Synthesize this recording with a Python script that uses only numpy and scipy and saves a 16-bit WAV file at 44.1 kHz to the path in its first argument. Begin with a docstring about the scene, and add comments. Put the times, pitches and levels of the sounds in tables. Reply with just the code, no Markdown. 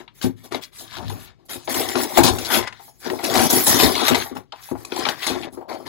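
"""Brown wrapping paper, pulled and torn off a cardboard box on a table in a small room.
Creases buckle in clicks, fibres part in a bright fizz, and the sheet and the box drum along.
Hands lift, knock and slide over the box and set it down; the table thuds, above a quiet room tone.
Heard close up on a pair of microphone ports, with the box off to the left."""
import sys
import numpy as np
from scipy import signal
from scipy.fft import rfft, irfft, next_fast_len
from scipy.io import wavfile
from scipy.ndimage import uniform_filter1d

SR = 44100
rng = np.random.default_rng(int(sys.argv[2]) if len(sys.argv) > 2 else 0)


def bounce(signal):
    """Save signal as a 16-bit WAV file at the path given by the first command-line argument."""
    frames = np.transpose(np.atleast_2d(signal))
    limited = np.clip(frames, -1, 1)
    pcm = np.round(limited * 32767).astype(np.int16)
    wavfile.write(sys.argv[1], SR, pcm)


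N = 259295
T = np.arange(N) / SR

# creases that snap over: t/s, relative level/dB, centre f/Hz, top-end crispness/dB
CREASE_SNAPS = [(.078, -29, 2176, -20), (0.2142, -20.5, 3040, 3), (0.5213, -18, 1400, 5.5),
                (0.5449, -13, 2110, -1.5), (.5513, -23, 2310, -5), (0.968, -21, 1400, 6.5),
                (1.0808, -27.5, 3750, -4), (1.0964, -25, 3500, -8.5), (1.4935, -27, 3140, 10),
                (1.6748, -20, 2210, -5), (1.7447, -16.5, 2970, 2.5), (1.888, -14, 5360, 6),
                (1.954, -8, 1400, 1), (2.034, -19, 7170, 1), (2.172, -9, 2060, 5.5),
                (2.2361, -3.5, 4120, 3), (2.385, -16, 2770, 12.5), (2.5027, -14, 1890, -0.5),
                (2.6261, -21, 2160, -1.5), (2.6743, -16.5, 1700, 2.5), (2.725, -25, 1800, -1),
                (3.0998, -14, 1870, -3), (3.189, -23, 2190, -1), (3.24, -18, 3900, 6.5),
                (3.3543, -12, 4000, -7.5), (3.3926, -10.5, 2900, -2), (3.501, -8.5, 5870, -3),
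                (3.667, -6.5, 3890, 2), (3.7983, -4, 2500, -8.5), (3.9519, -9, 3790, -18),
                (4.081, -5.5, 2120, 7), (4.1461, -3.5, 2050, 2), (4.1527, -5, 2070, 3),
                (4.352, -40.5, 9140, 12), (4.367, -24.5, 1720, -21), (4.522, -21.5, 3090, -8.5),
                (4.849, -20.5, 2476, 16), (4.92, -16.5, 2530, -4.5), (4.9612, -19, 4270, -6),
                (5.0522, -7, 2320, -8.5), (5.0644, -17, 2030, -8.5), (5.0871, -6, 3000, 2),
                (5.2664, -9.5, 2140, 12.5), (5.442, -34.5, 2600, -20)]
# short runs of a tear: t/s, relative level/dB, length/s
TEAR_RUNS = [(0.224, -15, 0.019), (1.4854, -32, 0.16), (2.233, -1.5, 0.062), (2.446, -22.5, 0.022),
             (3.3393, -8, 0.048), (3.494, -14, 0.048), (3.662, -8.5, 0.083), (3.788, -7, 0.061),
             (3.833, -20, 0.026), (5.2226, -20.5, 0.028), (5.265, -14, 0.04)]
# spectrum of cracking paper: f/Hz, level/dB
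CRACK_SPECTRUM = [(150, -25.5), (500, 12.5), (900, 14), (2000, -1.5), (4000, 10.5), (7000, 2), (10000, 1),
                  (16000, -37)]


def amp(db):
    """Decibels to gain."""
    return 10 ** (np.asarray(db) / 20)


def unit(x):
    """Scales to rms 1."""
    return x / np.sqrt(np.mean(x ** 2) + 1e-20)


def read(points, hz):
    """Reads a table on a log-frequency axis."""
    f, value = np.transpose(points)
    return np.interp(np.log(hz + 1), np.log(np.sort(f) + 1), value)


def add(mix, s, sound):
    """Adds a sound at time s."""
    part = mix[max(round(s * SR), 0):][:len(sound)]
    part += sound[:len(part)]


def colour(x, spectrum, hz=1000, slope_db=0, size=2048):
    """Causal filter: a spectrum, falling away by slope_db an octave on both sides of hz."""
    f = abs(np.fft.fftfreq(size, 1 / SR))
    octaves_off = np.hypot(np.log2((f + 1) / hz), .5)
    log_gain = np.log(amp(read(spectrum, f) - slope_db * octaves_off))
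    taps = np.fft.ifft(np.exp(np.conj(signal.hilbert(log_gain)))).real  # minimum phase
    return signal.oaconvolve(x, taps)[:len(x)]


def steady(x, size=900):
    """Takes out slow swells and holds the rms near 1."""
    power = uniform_filter1d(uniform_filter1d(x ** 2, size), size)
    return x / np.sqrt(abs(power) + 1e-12)


def grains(per_s, spread_db, lo_hz, hi_hz, cycles, clump_db, facets=22):
    """Clicks of unequal size come in avalanches that start at once and die away; each rings one facet."""
    fires = rng.random(N) < per_s / SR
    size = np.minimum(rng.exponential(1, N), 4)
    facet = rng.integers(0, facets, N)
    onsets = 1. * (rng.random(N) < 170 / SR)  # 170 avalanches a second
    avalanches = signal.lfilter([1], [1, -np.exp(-1 / (0.0022 * SR))], onsets)
    clumps = np.minimum(unit(avalanches - avalanches.mean()), 2.5)
    clicks = fires * amp(spread_db * size + clump_db * clumps) * rng.choice([-1, 1], N)
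    t, out = T[:1500], np.zeros(N)
    for k, hz in enumerate(np.geomspace(lo_hz, hi_hz, facets)):
        ring = np.exp(-t * hz / cycles) * np.cos(2 * np.pi * hz * t)
        out += signal.oaconvolve(clicks * (facet == k), unit(ring) * np.sqrt(hz))[:N]
    return unit(out)


def room_tone():
    """The quiet air of the room: a low, even rumble with a trace of hiss."""
    # spectrum of the air: f/Hz, level/dB
    spectrum = [(20, -6), (50, 10.5), (78, -1.5), (120, 10.5), (200, -1), (400, -7), (1000, -24.5),
                (4000, -22), (16000, -54.5)]
    return amp(-55) * unit(colour(rng.standard_normal(N), spectrum))


def room(x, wet_db=-15, echoes_per_s=2500):
    """Sparse reflections from the table and the near walls, each band dying at its own speed."""
    # decay of the room: f/Hz, t60/s
    decay = [(100, 0.48), (400, 0.12), (1500, 0.19), (5000, 0.056), (15000, 0.073)]
    t = T[:SR // 2]
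    echoes = rng.standard_normal(len(t)) * (rng.random(len(t)) < echoes_per_s / SR) * (t > .004)
    hz, frame_s, bands = signal.stft(echoes, SR, nperseg=256)
    fade = amp(-60 * frame_s / read(decay, hz)[:, None])
    tail = signal.istft(bands * fade, SR, nperseg=256)[1]
    return x + amp(wet_db) * signal.oaconvolve(x, tail / np.linalg.norm(tail))[:N]


def scatter(x, size=256):
    """The same sound by way of many short paths: its envelope stays, its phase is lost."""
    frames = dict(nperseg=size, noverlap=size * 3 // 4)
    bands = signal.stft(x, SR, **frames)[2]
    paths = rng.standard_normal(bands.shape) + 1j * rng.standard_normal(bands.shape)
    paths = uniform_filter1d(uniform_filter1d(paths, size=8, axis=1), size=5, axis=0)
    scattered = signal.istft(bands * paths / abs(paths), SR, **frames)[1][:N]
    return unit(scattered) * np.std(x)


def microphone_ports(left):
    """The right port lies in shade: it hears a shifted copy of the left mixed with scattered sound."""
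    # shading of the right port: f/Hz, loss/dB
    shade = [(60, 11), (300, 11), (600, 10), (1100, 14.5), (2200, 9), (3500, 15), (4700, 8.5), (6500, 5),
             (8300, 7.5), (9200, 1.5), (16000, -1.5)]
    # likeness of the two ports: f/Hz, coherence/0-1
    likeness = [(60, .9), (400, .9), (1100, .76), (2000, .5), (3200, .3), (6000, .35), (7500, .75),
                (9000, .98), (11000, .99), (16000, .99)]
    # right port behind left: f/Hz, phase lag/rad
    lag = [(60, -3.4), (400, -1.4), (1600, -1.2), (2800, 1.8), (4200, -1), (5500, -3), (6600, -5.5),
           (7400, -6.6), (8500, -9.2), (9400, -9.6), (10400, -12.5), (11900, -12.7), (12900, -15.6),
           (13800, -15.9), (14600, -18.85)]
    size = next_fast_len(N + SR // 2)
    hz = np.fft.rfftfreq(size, 1 / SR)
    coherence = read(likeness, hz)
    direct = coherence * np.exp(-1j * read(lag, hz)) * rfft(left, size)
    diffuse = np.sqrt(1 - coherence ** 2) * rfft(scatter(left), size)
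    right = irfft((direct + diffuse) * amp(-read(shade, hz)), size)[:N]
    return np.array([left, right])


def flap(top_s=1.08, top_db=-25.5, fade_db_per_s=132):
    """The loose side of the wrapping flaps as the box is swung up, most at the height of the swing."""
    # spectrum of the flapping: f/Hz, level/dB
    spectrum = [(30, -20), (60, 2.5), (100, 16.5), (160, 3), (260, -2.5), (600, -62.5)]
    flutter = steady(colour(rng.standard_normal(N), spectrum))
    return flutter * amp(top_db - fade_db_per_s * abs(T - top_s))


def slides(slope_db=24, grain_db=4, gain_db=1.5):
    """A fold or a palm sticks and slips on the cardboard: a grainy swish through one narrow resonance."""
    # slides: middle t/s, relative level/dB, length/s, resonance f/Hz
    strokes = [(0.641, -38.5, 0.043, 5000), (0.636, -49.5, .04, 1900), (0.797, -38, 0.038, 4350),
               (0.916, -43.5, 0.11, 3550), (0.967, -36, .08, 3130), (0.971, -46.5, .08, 1640),
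               (1.02, -34.5, .09, 786), (1.08, -43, 0.14, 3040), (1.246, -50, 0.15, 2300),
               (2.112, -30, 0.038, 750), (2.460, -25, 0.029, 4480), (3.382, -20.5, 0.088, 800),
               (4.124, -20.5, 0.037, 2134), (4.22, -28, 0.032, 2200), (4.599, -48, 0.052, 1640),
               (4.64, -45.5, 0.036, 5510), (5.091, -25.5, 0.04, 800), (5.236, -26, .04, 2340),
               (5.442, -33, 0.048, 2130), (5.621, -39.5, 0.11, 653), (5.732, -31, 0.13, 667)]
    out = np.zeros(N)
    for s, db, length, hz in strokes:
        noise, slips = rng.standard_normal((2, SR // 2))
        size = int(length * SR)
        rub = noise * amp(grain_db * unit(uniform_filter1d(slips, size=150)))
        swish = unit(colour(rub, CRACK_SPECTRUM, hz, slope_db)[:size])
        arch = np.sin(np.linspace(0, np.pi, size))
        add(out, s - length / 2, amp(db) * swish * arch)
    return out * amp(gain_db)


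def knocks(slope_db=14, rattle_db=-5, rattle_s=0.015, gain_db=3):
    """A blow rings the modes of box and table near its own pitch, and the loose wrapping rattles."""
    # knocks on the box and low thuds of the table: t/s, relative peak/dB, centre f/Hz, factor on t60
    blows = [(0.242, -10, 185.5, 0.79), (0.249, -26.5, 90, 0.9), (0.262, -15.5, 222, 0.34),
             (0.292, -25, 260, 0.33), (.546, -17.5, 634, 0.21), (1.100, -24, 860, 0.41),
             (1.555, -24.5, 339, 0.89), (1.566, -37, 111, 0.68), (1.678, -16.5, 542, .7),
             (1.955, -14.5, 358, .7), (2.173, 1, 684, 1), (2.182, -3, 314, .8), (2.199, -14.5, 80, 1.1),
             (2.239, -8, 204, 2.1), (2.303, -17, 82.5, 1), (2.58, -28, 91, .9), (2.505, -16.5, 870, .6),
             (2.558, -24.5, 369, .8), (2.795, -33, 870, 1.9), (2.879, -39.5, 770, 1.4),
             (3.062, -19.5, 386, .5), (3.102, -16.5, 328, 0.67), (3.132, -15, 432, .7),
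             (3.193, -20, 718, 1.6), (3.233, -21, 361, 0.4), (3.35, -11.5, 841, 0.7), (3.383, -16, 330, .6),
             (3.531, -11, 294, .6), (3.572, -11, 286, 0.84), (3.67, -16.5, 793, 0.74),
             (3.743, -12, 240, .6), (3.829, -10, 196.4, 1.2), (3.839, -16.5, 83, 1.1),
             (4.016, -12, 800, .7), (4.083, -10, 1100, .6), (4.11, -11, 259, 0.81), (4.163, -27.5, 90, 1),
             (4.256, -24.5, 767, 2), (4.313, -23.5, 269, 0.43), (4.36, -25, 875, 0.99),
             (4.526, -28.5, 787, 0.42), (4.535, -25.5, 890, 0.52), (4.688, -30.5, 880, 0.48),
             (4.713, -12.5, 307, .65), (4.73, -33.5, 105, 1.6), (4.752, -22, 747, 0.7),
             (4.922, -17, 360, 0.32), (4.964, -20, 840, 0.4), (5.064, -9.5, 838, 0.25),
             (5.3, -16, 298, 0.88), (5.309, -28, 78, 0.98), (5.36, -17.5, 392, 0.5),
             (5.371, -43, 70.7, 1.8), (5.52, -44, 71, 2.3), (5.573, -22.5, 357, 0.61),
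             (5.611, -29, 725, 0.91), (5.694, -25.5, 540, 0.85), (5.802, -27, 353, 0.29)]
    # modes of the box and the table under it: f/Hz, level/dB, t60/s
    box_and_table_modes = [(78, 1.5, 0.13), (113, -6, 0.33), (178, -13, 0.15), (244, -5, 0.11),
                           (264.7, -5, 0.22), (318, -8, 0.099), (360, -0.5, 0.16), (415, 5.5, 0.027),
                           (460, -10, 0.12), (597, -13.5, 0.095), (674, 3.5, 0.061), (725, 0.5, 0.075),
                           (819, 5, 0.11), (897, 8, 0.058), (1116, -20, 0.32), (1400, -8.5, 0.13)]
    # spectrum of the rattling wrapping: f/Hz, level/dB
    rattle_spectrum = [(30, -31.5), (55, -17.5), (80, 0.5), (250, -10), (900, -6.5), (3000, -11.5),
                       (10000, -29.5)]
    out, t = np.zeros(N), T[:16000]
    hz, mode_db, t60 = np.array(box_and_table_modes).T[:, :, None]
    for s, db, centre_hz, ring in blows:
        weight = amp(mode_db - slope_db * abs(np.log2(hz / centre_hz))) * rng.choice([-1, 1], hz.shape)
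        detune = rng.uniform(.975, 1.025, hz.shape)
        modes = weight * amp(-60 * t / (t60 * ring)) * np.cos(2 * np.pi * hz * detune * t)
        body = modes.sum(0) * (1 - np.exp(-t * centre_hz))  # soft, low blows build up more slowly
        burst = rng.standard_normal(len(t)) * np.exp(-t / rattle_s)
        rattle = colour(burst, rattle_spectrum, centre_hz, slope_db)
        blow = unit(body) + amp(rattle_db) * unit(rattle)
        add(out, s, amp(db) * blow / abs(blow).max())
    return out * amp(gain_db)


def hands(rise_db_per_s=1500, fall_db_per_s=439, sag_db_per_s=35.5, release_db_per_s=401):
    """Crinkle, fizz and drum levels in dB: pulls rise and fall, rustles swell, sag and are released."""
    # long pulls on the wrapping, one curve each: t/s, relative crinkle/dB, fizz/dB, drumming/dB
    pulls = [
        [(0.73, -53, -62, -56), (0.756, -52, -51.5, -94), (0.808, -46.5, -42.5, -44.5),
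         (0.892, -52.5, -64, -62.5), (0.942, -36.5, -56, -60), (0.988, -50.5, -56, -38.5),
         (1.05, -49, -64.5, -50), (1.104, -55.5, -47, -39), (1.164, -52, -54, -42.5), (1.25, -51.5, -52.5, -58),
         (1.288, -51, -70, -60), (1.33, -62, -106, -67)],
        [(1.65, -65.5, -53, -69), (1.682, -41, -68.5, -37.5), (1.698, -30.5, -33.5, -33.5),
         (1.806, -29.5, -30.5, -26), (1.872, -34.5, -44.5, -36), (1.886, -32.5, -37.5, -31.5),
         (1.942, -34.5, -38.5, -38.5), (1.952, -30, -46, -23.5), (2.034, -29.5, -28, -27),
         (2.072, -41, -48.5, -31.5), (2.094, -38, -42.5, -50.5), (2.14, -44.5, -39, -32)],
        [(2.14, -38.5, -52, -47), (2.182, -18.5, -21, -14), (2.226, -29, -39.5, -14.5), (2.236, -30, -23, -29),
         (2.286, -23, -37.5, -24.5), (2.338, -40, -40.5, -27.5), (2.478, -33, -41.5, -41.5),
         (2.544, -17.5, -24.5, -26), (2.586, -25, -29.5, -22), (2.666, -40, -67.5, -43),
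         (2.674, -24.5, -61, -53), (2.7, -50, -85, -58.5)],
        [(3.0, -59, -53, -69.5), (3.064, -31, -51.5, -35.5), (3.126, -49.5, -45.5, -29.5),
         (3.226, -40.5, -50, -42.5), (3.242, -25, -32.5, -28.5), (3.286, -31.5, -39, -27.5),
         (3.364, -22, -29, -20.5), (3.464, -26, -26.5, -21), (3.49, -27.5, -37.5, -35),
         (3.508, -28, -22.5, -23), (3.576, -25.5, -23, -26), (3.64, -31.5, -29, -35)],
        [(3.64, -37.5, -26, -40), (3.676, -25.5, -18, -24.5), (3.754, -24, -25, -26.5),
         (3.836, -15.5, -22.5, -19), (3.906, -29.5, -35, -25), (4.01, -23.5, -40.5, -32),
         (4.028, -26.5, -44.5, -22), (4.088, -15, -24, -44), (4.114, -29, -37.5, -18.5),
         (4.218, -31, -38.5, -34), (4.282, -48.5, -47.5, -77.5), (4.33, -51.5, -66.5, -38)],
        [(4.9, -52, -60.5, -56), (4.918, -39.5, -54.5, -41), (4.992, -32.5, -41, -28),
         (5.048, -29, -53.5, -36.5), (5.096, -28.5, -41, -32.5), (5.166, -45.5, -61.5, -51),
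         (5.248, -28, -38.5, -47), (5.276, -24.5, -34.5, -33.5), (5.376, -39.5, -59, -35.5),
         (5.45, -46.5, -50.5, -34.5), (5.486, -49.5, -98, -35.5), (5.51, -77, -72, -73)],
    ]
    # rustles as the grip shifts: start t/s, swell/s, length/s, crinkle/dB, fizz/dB, drumming/dB
    rustles = [(0, 0.001, 0.004, -39, -57, -35.5), (0.136, 0.078, .07, -46.5, -45, -58),
               (0.205, 0.029, 0.054, -31, -34, -34), (0.359, 0.022, .07, -53.5, -58.5, -67),
               (0.43, .02, 0.028, -43.5, -44, -41), (0.508, 0.017, 0.05, -30, -42, -24),
               (.61, 0.03, 0.016, -30, -37.5, -66), (1.372, 0.026, 0.15, -67, -85, -53.5),
               (1.45, .008, .015, -67, -53, -66), (1.49, .016, 0.063, -31.5, -32.5, -39),
               (1.643, .01, .018, -60, -41, -67), (2.705, .02, 0.103, -45.5, -67, -69),
               (2.788, 0.05, 0.11, -51, -45, -59), (2.919, 0.028, 0.094, -67.5, -60, -62.5),
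               (4.345, 0.0099, 0.031, -40, -45, -28.5), (4.536, .03, 0.06, -46, -60, -72),
               (4.596, .05, 0.12, -42.5, -41.5, -64), (4.742, 0.06, 0.16, -46, -46.5, -40),
               (5.518, 0.017, 0.03, -53.5, -46.5, -38.5), (5.553, .03, .07, -59.5, -62, -38),
               (5.681, 0.015, .075, -35.5, -50, -31), (5.777, 0.0084, 0.063, -51.5, -55, -38.5),
               (5.851, 0.018, .04, -33, -45, -31)]
    pull_gain_db = (4.5, 6, 4.5)  # gain of a pull's crinkle, fizz and drumming
    power = np.full((3, N), 1e-10)
    for pull in pulls:
        s, *levels = np.array(sorted(map(tuple, pull))).T
        ends_db = rise_db_per_s * np.maximum(s[0] - T, 0) + fall_db_per_s * np.maximum(T - s[-1], 0)
        for layer, db in enumerate(levels):
            power[layer] += amp(np.interp(T, s, db) + pull_gain_db[layer] - ends_db) ** 2
    for start, swell, length, *levels in rustles:
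        t = np.maximum(T - start, 0)
        fade = amp(-sag_db_per_s * t - release_db_per_s * np.maximum(t - length, 0))
        power += np.outer(amp(levels), np.minimum(t / swell, 1) * fade) ** 2
    return 10 * np.log10(power)


def catching(dip_db=5, build_s=.012):
    """Before it snaps or rips, the sheet catches and falls quieter while the tension builds."""
    tension = np.zeros(N)
    for s, *_ in [*CREASE_SNAPS, *TEAR_RUNS]:
        time_left = s - T[:round(s * SR)][-4000:]
        add(tension, s - time_left[0], np.exp(-time_left / build_s))
    return amp(-dip_db * np.minimum(tension, 1))


def bend(x, depth_db, tilt_db=0, size=512):
    """As the sheet bends, its resonances come and go; tilt_db an octave shifts its brightness."""
    frames = dict(nperseg=size, noverlap=size * 3 // 4)
    hz, frame_s, bands = signal.stft(x, SR, **frames)
    patches = rng.standard_normal(bands.shape)
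    patches = uniform_filter1d(uniform_filter1d(patches, size=14, axis=1), size=9, axis=1)
    patches = unit(uniform_filter1d(uniform_filter1d(patches, size=7, axis=0), size=4, axis=0))
    octaves = np.log2(np.clip(hz, 1200, 8000) / 3300)[:, None]
    tilt = np.interp(frame_s, T, np.broadcast_to(tilt_db, N))
    return signal.istft(bands * amp(depth_db * patches + octaves * tilt), SR, **frames)[1][:N]


def sheet(drum_db, rasp_db):
    """Each slip of the taut sheet drums on the box and sets the loose part ringing in a hollow rasp."""
    # spectrum of the drumming: f/Hz, level/dB
    drum_spectrum = [(30, -32.5), (55, -15.5), (78, -11.5), (120, -5), (165, -11.5), (215, -2.5),
                     (275, 2.5), (370, 5.5), (500, -10.5), (700, -5.5), (1500, -56.5)]
    # spectrum of the rasp: f/Hz, level/dB
    rasp_spectrum = [(250, -43.5), (450, -4), (600, -2.5), (760, 5), (900, -1), (1100, -2.5), (1500, -14),
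                     (3000, -41.5)]
    thuds = grains(per_s=480, spread_db=4, lo_hz=68.1, hi_hz=676.5, cycles=1.98, clump_db=1)
    ticks = grains(per_s=600, spread_db=2, lo_hz=407, hi_hz=1746, cycles=4.8, clump_db=2.5)
    drum = steady(colour(thuds, drum_spectrum))
    rasp = steady(colour(ticks, rasp_spectrum))
    return drum * amp(drum_db) + rasp * amp(rasp_db)


def crinkle(level_db, tilt_db, rub_db=0.5):
    """Paper rubs on cardboard while small creases buckle; the folds ring in shifting resonances."""
    # spectrum of crinkling paper: f/Hz, level/dB
    spectrum = [(300, -22.5), (700, -0.5), (1200, -2), (2100, 3), (2700, -4), (3500, 2), (5200, -2.5),
                (7500, -13), (10000, -15.5), (16000, -33.5)]
    ticks = grains(per_s=2800, spread_db=1, lo_hz=736, hi_hz=10700, cycles=1.5, clump_db=3)
    paper = colour(ticks + amp(rub_db) * rng.standard_normal(N), spectrum)
    paper = bend(paper, depth_db=2, tilt_db=tilt_db)  # broad resonances
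    paper = bend(paper, depth_db=2.5, size=2048)  # narrow ones
    return steady(paper) * amp(level_db)


def fizz(level_db):
    """Thousands of fibres part or scrape each second."""
    # spectrum of the fibres: f/Hz, level/dB
    spectrum = [(2000, -46), (5000, -4.5), (7500, -3.5), (9500, -3), (11500, -0.5), (13500, -3),
                (15800, -7)]
    fibres = grains(per_s=14000, spread_db=1.5, lo_hz=3500, hi_hz=16000, cycles=.8, clump_db=1.8)
    paper = bend(colour(fibres, spectrum), depth_db=4)
    return steady(paper) * amp(level_db)


def snaps(fade_s=0.052, rise_s=0.0015, shiver_db=-16, shiver_s=0.021, crisp_above_hz=6000, gain_db=17):
    """A crease flips: a crack of a few milliseconds rings three facets, then the sheet shivers."""
    out, t = np.zeros(N), T[:5000]
    noises = rng.standard_normal((len(CREASE_SNAPS), len(t)))
    facet_ratios = rng.uniform([1, .4, 1.3], [1, .65, 1.9], (len(CREASE_SNAPS), 3))
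    rise = 1 - np.exp(-t / rise_s)
    fade = amp(-60 * t / fade_s)
    envelope = rise * (fade ** 2 + amp(shiver_db) * np.exp(-t / shiver_s))
    for (s, db, hz, crisp_db), noise, ratios in zip(CREASE_SNAPS, noises, facet_ratios):
        spectrum = [(f, level + crisp_db * (f > crisp_above_hz)) for f, level in CRACK_SPECTRUM]
        slope_db = 8.5 - 0.37 * crisp_db  # dull cracks are narrower
        crack = colour(noise * envelope, spectrum, hz, slope_db)
        ring = sum(weight * np.sin(2 * np.pi * f * t) for weight, f in zip([1, .7, .5], hz * ratios))
        snap = unit(crack) + unit(rise * fade ** 3.1 * ring)
        add(out, s, amp(db) * snap / np.linalg.norm(snap))
    return out * amp(gain_db)


def rips(spread_db=2, fall_s=.008, gain_db=-13):
    """The tear jumps ahead: a sudden volley of breaking fibres."""
    out, t = np.zeros(N), T[:8000]
    for s, db, length in TEAR_RUNS:
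        noise = rng.standard_normal(len(t))
        roughness = amp(spread_db * np.repeat(rng.standard_normal(len(t)), 20)[:len(t)])
        volley = unit(colour(noise * roughness, CRACK_SPECTRUM))
        envelope = np.exp(-np.maximum(t - length, 0) / fall_s)
        add(out, s, amp(db) * volley * envelope)
    return out * amp(gain_db)


def scene():
    """Paper and box close by on the left, with the small room and its quiet air behind."""
    air = room_tone()
    crinkle_db, fizz_db, drum_db = hands()
    tilt_db = 0.67 + 0.17 * (fizz_db - crinkle_db)  # more fizz goes with a brighter crinkle
    rasp_db = crinkle_db + 0.74 * (drum_db - crinkle_db) - 3  # the rasp mostly follows the drumming
    handling = (crinkle(crinkle_db, tilt_db) + fizz(fizz_db) + sheet(drum_db, rasp_db)) * catching()
    unwrapping = handling + flap() + snaps() + rips() + knocks() + slides()
    return microphone_ports(room(unwrapping) + air)


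def record(dry, rumble_hz=35, ceiling=.93, edge_hz=15850):
    """Deep rumble below about 35 Hz is kept out and the loudest peaks clip; then the band limit."""
    lean = signal.sosfilt(signal.butter(1, rumble_hz, "highpass", fs=SR, output="sos"), dry)
    clipped = np.clip(lean, -ceiling, ceiling)
    lowpass = signal.firwin(601, edge_hz, window=("kaiser", 7), fs=SR)
    return signal.oaconvolve(clipped, lowpass[None], "same", axes=1)


dry = scene()
out = record(dry)
bounce(out)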